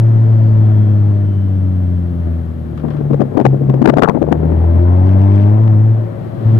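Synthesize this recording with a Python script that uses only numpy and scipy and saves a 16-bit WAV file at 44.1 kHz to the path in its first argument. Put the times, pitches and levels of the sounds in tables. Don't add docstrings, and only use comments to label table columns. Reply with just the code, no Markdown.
import sys
import numpy as np
from scipy import signal
from scipy.fft import rfft, irfft, next_fast_len
from scipy.io import wavfile

SR = 44100
rng = np.random.default_rng(int(sys.argv[2]) if len(sys.argv) > 2 else 0)


def waveform_to_disk(signal):
    frames = np.transpose(np.atleast_2d(signal))
    scaled = np.clip(frames, -1, 1) * 32767
    samples = np.round(scaled).astype(np.int16)
    wavfile.write(sys.argv[1], SR, samples)


N = 290619

# (time [s], firing rate [Hz])
REVS = [(0, 113.3), (.4, 110), (1.15, 101.6), (2, 88.12), (2.7, 77.59), (3.25, 68.65), (3.5, 66.58),
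        (3.6, 69.56), (3.73, 66.16), (3.84, 69.55), (4.05, 71.3), (4.75, 84.76), (5.1, 95.07), (5.45, 102),
        (5.64, 111.2), (5.76, 105.1), (5.88, 110.7), (6.2, 109.6), (6.59, 110.8)]
# (time [s], load over cruising [dB])
LOAD = [(0, 2.3), (.7, 3), (1.12, .5), (1.35, -3), (1.85, -2.5), (2.16, -4.5), (2.27, -0.5), (2.55, -5.5),
        (3.05, -2), (3.7, -2.5), (4.12, -5.5), (4.46, 4), (4.9, 6), (5.4, 6), (5.65, 5), (5.9, 2.5),
        (6.2, 0.5), (6.38, 0.5), (6.47, 4), (6.59, 3.5)]
# (time [s], length [s])
BOOM_DIPS = [(3.149, 0.24), (3.524, 0.078), (3.785, 0.042), (3.953, 0.18), (5.922, 0.48)]
# (frequency [Hz], level [dB])
BOOM_RESPONSE = [(65, -31), (73, -27.5), (78, -15.5), (82, -12), (88, -8), (98, -6.5), (110, -7), (120, 23)]
# (frequency [Hz], level [dB])
OVERTONE_RESPONSE = [(130, 2.5), (137, -6.5), (148, -12), (157, -19.5), (165, -24.5), (173, -19.5),
                     (190, -16.5), (210, -20), (226, -31.5), (243, -25), (262, -22), (295, -22),
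                     (330, -28.5)]
# (frequency [Hz], gain [dB])
PIPE_COLOUR = [(55, -5), (120, 29.5), (165, 16), (270, 15.5), (325, 17), (380, 14.5), (440, 3.5), (490, 6),
               (540, 13), (585, 10), (630, 7.5), (720, 8.5), (1000, 3.5), (1300, -15.5), (2200, -16.5)]
# (frequency [Hz], relative level [dB])
RASP_COLOUR = [(30, -28.5), (70, -6), (150, 12.5), (330, 11.5), (480, 8.5), (680, 8), (900, -1),
               (1100, -1.5), (1600, -7.5), (2200, -14.5), (3200, -26.5), (4500, -29.5), (6000, -42.5),
               (14000, -39.5)]
# (time [s], length [s], level [dB], eddy pitch [Hz])
GUSTS = [(2.844, 0.027, -9, 325), (2.999, 0.014, -24, 247), (3.107, 0.007, -11.5, 363),
         (3.134, 0.017, -2, 320), (3.207, 0.022, -0.5, 424), (3.355, 0.024, -10.5, 350),
         (3.38, 0.043, -4.5, 480), (3.456, 0.01, 6.5, 544), (3.534, 0.036, -10, 351),
         (3.612, 0.013, -7, 290), (3.69, 0.017, -11, 335), (3.743, 0.0077, -7.5, 444),
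         (3.818, 0.0035, -9.5, 430), (3.859, 0.0053, 8, 566), (3.878, 0.022, 4.5, 357),
         (3.939, 0.0085, -2, 424), (3.973, 0.029, 2, 437), (4.024, 0.033, .5, 920),
         (4.078, .032, -2.5, 750), (4.176, 0.0098, -7.5, 435), (4.22, 0.021, -2, 380),
         (4.278, 0.019, -9.5, 427), (4.327, 0.0092, -0.5, 500), (4.573, 0.01, -13, 369.6),
         (4.762, 0.0079, -9.5, 380)]
# (time [s], level [dB])
DRAUGHT_LEVEL = [(2.7, -63), (2.87, -23), (3.3, -29), (3.7, -19.5), (4.0, -14.5), (4.14, -16.5),
                 (4.45, -24), (4.7, -22), (4.85, -41)]
# (frequency [Hz], relative level [dB])
DRAUGHT_COLOUR = [(25, -36), (60, -25), (130, -6.5), (230, 8), (340, 5), (500, -3.5), (800, -11.5),
                  (1250, -25), (2100, -37.5), (4000, -58), (8000, -82.5)]
# (peak time [s], half-width [s], level [dB])
OVERLOAD_BOUTS = [(5.1, .05, -28), (5.32, .18, -30.5)]
# (time [s], level [dB])
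ROAD_LEVEL = [(0, -22.5), (2.6, -26), (4.4, -28.5), (6.16, -26), (6.24, -23), (6.32, -24), (6.59, -15.5)]
# (frequency [Hz], relative level [dB])
ROAD_COLOUR = [(25, -43), (45, -20), (70, -5), (120, 4.5), (240, -3), (350, -10), (480, -14), (650, -27.5),
               (1000, -29), (1400, -30), (2200, -42.5), (4000, -46), (7000, -58.5)]
# (time [s], level [dB], decay [s])
SCUFFS_AND_CLICKS = [(2.776, -31.5, 0.012), (2.797, -36.5, 0.014), (2.882, -35, .01), (2.904, -30.5, 0.016),
                     (2.935, -39, 0.011), (2.966, -37.5, 0.031), (5.634, -34, 0.0051),
                     (5.678, -22.5, 0.0018)]
# (frequency [Hz], relative level [dB])
SCUFF_CLICK_COLOUR = [(300, -32), (700, -13), (1100, 7.5), (2000, -11.5), (3500, -15.5), (5200, -24),
                      (7000, -35), (14000, -45.5)]
# (pitch [multiple of firing rate], peak time [s], half-width [s], level [dB])
GEAR_SWELLS = [(42, .5, .25, -60), (42, 1.05, .15, -63), (31, .78, .2, -52), (31, 1.35, .17, -55)]
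# (frequency [Hz], width [Hz], boost [dB])
CABIN_MODES = [(347, 5.7, 11.5), (605.8, 17, 8.5), (1370, 350, 1), (1840, 180, 2.5), (2450, 260, -0.5),
               (3230, 420, 5), (4120, 630, 2.5)]
# (frequency [Hz], left over right [dB])
WINDOW_SIDE = [(70, 3.9), (110, 3.4), (210, 6.8), (320, 9.5), (500, 9.4), (800, 16), (1700, 3.5),
               (3000, 2.8), (5000, 30), (8000, 4)]
# (frequency [Hz], correlation [-1 to 1])
STEREO_LIKENESS = [(60, -0.13), (180, 0.66), (310, 0.9), (600, -1), (1500, 0.28), (3500, -0.065)]


def exhaust(crank, firing_hz, lug_below_hz=93.4, lug_range_hz=24):
    load_db, = in_time(LOAD)
    heat = 1 + 0.0096 * load_db
    lugging = np.clip((lug_below_hz - firing_hz) / lug_range_hz, 0, 1)
    roughness = 0.047 + 0.12 * lugging
    half_order_db = -12 + 10 * lugging - 0.3 * load_db
    growl_db = -49 + 1.47 * load_db
    rasp_db = -31 + 0.93 * load_db
    return (boom(crank, firing_hz, boom_levels(firing_hz, load_db, heat), roughness)
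            + growl(crank, firing_hz, growl_db, half_order_db, heat)
            + rasp(crank, rasp_db))


def boom(crank, firing_hz, levels_db, roughness, skew_rad=0.89):
    out = 0
    for k, level_db in enumerate(levels_db, 1):
        stumble = 1 + roughness * (2 if k > 1 else 1) * drift(18)
        phase = k * crank - skew_rad * (k - 1)
        out = out + cabin_tone(-from_db(level_db) * stumble, phase, k * firing_hz)
    return out


def boom_levels(firing_hz, load_db, heat, ceiling_db=-4):
    first_db = np.minimum(at_hz(BOOM_RESPONSE, firing_hz) + load_db, ceiling_db)
    second_db = at_hz(OVERTONE_RESPONSE, 2 * firing_hz / heat) + 0.45 * load_db
    third_db = at_hz(OVERTONE_RESPONSE, 3 * firing_hz / heat) + 0.81 * load_db
    return np.array([first_db, second_db, third_db]) - boom_dip_db()


def boom_dip_db(fade_db_per_s=74, depth_db=18.5, release_s=0.062):
    t, dip_db = np.arange(N) / SR, 0
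    for start, length in BOOM_DIPS:
        fade_db = np.clip(fade_db_per_s * (t - start), 0, depth_db)
        held = np.clip(1 - (t - start - length) / release_s, 0, 1)
        dip_db = dip_db + fade_db * held
    return dip_db


def growl(crank, firing_hz, growl_db, half_order_db, heat, skew_rad=0.47, smear_rad=0.24, knee_hz=550):
    out = 0
    jitter = 0.014 * drift(25)
    rolloff_db_per_octave = np.max(growl_db) - growl_db
    for half in range(1, 25):
        k = half / 2
        if k in (1, 2, 3):
            continue
        hz = k * firing_hz
        level_db = growl_db + at_hz(PIPE_COLOUR, hz / heat) + cabin_db(hz) + half % 2 * half_order_db
        level_db -= rolloff_db_per_octave * np.log2(np.maximum(hz / knee_hz, 1))
        phase = k * (crank + jitter + smear_rad * rng.standard_normal()) - skew_rad * (k - 1)
        waver = 1 + 0.55 * drift(19)
        out = out + cabin_tone(-from_db(level_db) * waver, phase, hz)
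    return out


def rasp(crank, level_db, puff_depth=0.13):
    puffs = 1 + puff_depth * np.cos(crank)
    return from_db(level_db) * puffs * cabin_noise(RASP_COLOUR)


def window_wind(shelter_db=-30, muffle_hz=330):
    buffeting = draught() + eddies()
    return np.array([buffeting, from_db(shelter_db) * butter(buffeting, muffle_hz, "low")])


def eddies(life_s=0.0028):
    out, reach = np.zeros(N), SR // 50
    swell = np.exp(-(np.arange(-reach, reach) / SR / life_s) ** 2)
    for time, strength, hz in shed_eddies():
        noise = rng.standard_normal(4 * reach)
        swirl = butter(noise, [0.447 * hz, 1.5 * hz], "band", order=4)[-2 * reach:]
        swirl /= np.sqrt(np.average(swirl ** 2, weights=swell ** 2))
        at = round(time * SR)
        out[at - reach:at + reach] += strength * swell * swirl
    return out


def shed_eddies(count=5, gap_s=0.0105, gap_spread=0.15, spread_db=1.5):
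    for start, length, level_db, hz in GUSTS:
        late, strong = rng.standard_normal((2, count))
        gaps = gap_s * (1 + gap_spread * late)
        ages = np.cumsum(gaps) - gaps[0]
        strengths = from_db(level_db + spread_db * strong) * gust_envelope(ages, length)
        for age, strength in zip(ages, strengths):
            yield start + age, strength, hz


def gust_envelope(age, length, attack_s=0.01):
    return np.exp(-np.where(age < 0, age / attack_s, age / length) ** 4)


def draught(lumpy_db=5.5, gust_send_db=-12.5):
    level_db, = in_time(DRAUGHT_LEVEL)
    flow = from_db(level_db)
    near = np.arange(-SR // 10, SR // 10)
    for start, length, gust_db, _ in GUSTS:
        surge = from_db(gust_db + gust_send_db) * gust_envelope(near / SR, length)
        flow[round(start * SR) + near] += surge
    bins, _ = noise_spectrum(DRAUGHT_COLOUR)
    flutter = rms_one(irfft(bins)[:N])
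    return flow * from_db(lumpy_db * drift(38)) * flutter


def overload_crackle(crank, sharpness=12, skew_rad=0.4, flicker_db=3.5, band_hz=(900, 2600)):
    t = np.arange(N) / SR
    swell = sum(from_db(db) * np.exp(-((t - peak) / width) ** 2) for peak, width, db in OVERLOAD_BOUTS)
    troughs = np.exp(sharpness * (np.cos(crank - skew_rad) - 1))
    noise = rms_one(butter(rng.standard_normal(N), band_hz, "band"))
    flicker = from_db(flicker_db * drift(71))
    return flicker * swell * troughs * noise * [[1], [0]]


def road_rumble():
    level_db, = in_time(ROAD_LEVEL)
    return from_db(level_db) * cabin_noise(ROAD_COLOUR)


def scuffs_and_clicks():
    t, envelope = np.arange(N) / SR, 0
    for start, level_db, decay in SCUFFS_AND_CLICKS:
        envelope = envelope + from_db(level_db) * (t > start) * np.exp(-np.abs(t - start) / decay)
    return envelope * cabin_noise(SCUFF_CLICK_COLOUR)


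def gear_whine(crank, firing_hz, wobble_rad=1.1, patchy_db=1.5):
    t, out = np.arange(N) / SR, 0
    for order, peak, width, level_db in GEAR_SWELLS:
        swell = from_db(level_db + patchy_db * drift(15)) * np.exp(-((t - peak) / width) ** 2)
        phase = order * crank + wobble_rad * drift(30)
        out = out + cabin_tone(swell, phase, order * firing_hz)
    return out


def cabin_tone(gain, phase, hz, right_trim_db=1.62):
    right_gain = from_db(right_trim_db - at_hz(WINDOW_SIDE, hz))
    return gain * np.array([np.cos(phase), right_gain * np.cos(phase - right_lag(hz))])


def cabin_noise(colour):
    left, hz = noise_spectrum(colour)
    unrelated, _ = noise_spectrum(colour)
    alike = np.clip(at_hz(STEREO_LIKENESS, hz), -.99, .99)
    right = alike * left * np.exp(-1j * right_lag(hz)) + np.sqrt(1 - alike ** 2) * unrelated
    right *= from_db(-at_hz(WINDOW_SIDE, hz))
    pair = irfft(from_db(cabin_db(hz)) * np.array([left, right]))[:, :N]
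    return pair / np.std(pair[0])


def cabin_db(hz):
    return sum(db / (1 + (2 * (hz - centre) / width) ** 2) for centre, width, db in CABIN_MODES)


def right_lag(hz, delay_s=0.00042):
    return 2 * np.pi * hz * delay_s


def noise_spectrum(colour):
    size = next_fast_len(N)
    hz = np.maximum(np.arange(size // 2 + 1) * SR / size, 1)
    return from_db(at_hz(colour, hz)) * rfft(rng.standard_normal(size)), hz


def drift(rate_hz):
    hop, settle = 40, 2000
    pole = np.exp(-2 * np.pi * hop * rate_hz / SR)
    noise = rng.standard_normal(N // hop + settle + 2)
    slow = signal.lfilter([1], [1, -2 * pole, pole * pole], noise)[settle:]
    return np.interp(np.arange(N) / hop, np.arange(len(slow)), rms_one(slow))


def butter(x, hz, kind, order=2):
    return signal.sosfilt(signal.butter(order, hz, kind, fs=SR, output="sos"), x)


def in_time(rows):
    times, *columns = np.transpose(rows)
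    return [np.interp(np.arange(N) / SR, times, column) for column in columns]


def at_hz(points, hz):
    frequencies, values = np.transpose(points)
    return np.interp(np.log(hz), np.log(frequencies), values)


def from_db(db):
    return 10 ** (np.asarray(db) / 20)


def rms_one(x):
    return x / np.sqrt(np.mean(x ** 2) + 1e-20)


def scene():
    firing_hz, = in_time(REVS)
    crank = 2 * np.pi * np.cumsum(firing_hz) / SR
    road = road_rumble()
    wind = window_wind()
    engine = exhaust(crank, firing_hz)
    overload = overload_crackle(crank)
    return engine + wind + overload + road + gear_whine(crank, firing_hz) + scuffs_and_clicks()


def record(dry, hiss_db=-65, hiss_width=0.12, cutoff_hz=14700):
    hiss = from_db(hiss_db) * (rng.standard_normal(N) + hiss_width * rng.standard_normal((2, N)))
    clipped = np.clip(dry + hiss, -1, 1)
    return signal.sosfilt(signal.ellip(10, .1, 80, cutoff_hz, fs=SR, output="sos"), clipped)


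dry = scene()
out = record(dry)
waveform_to_disk(out)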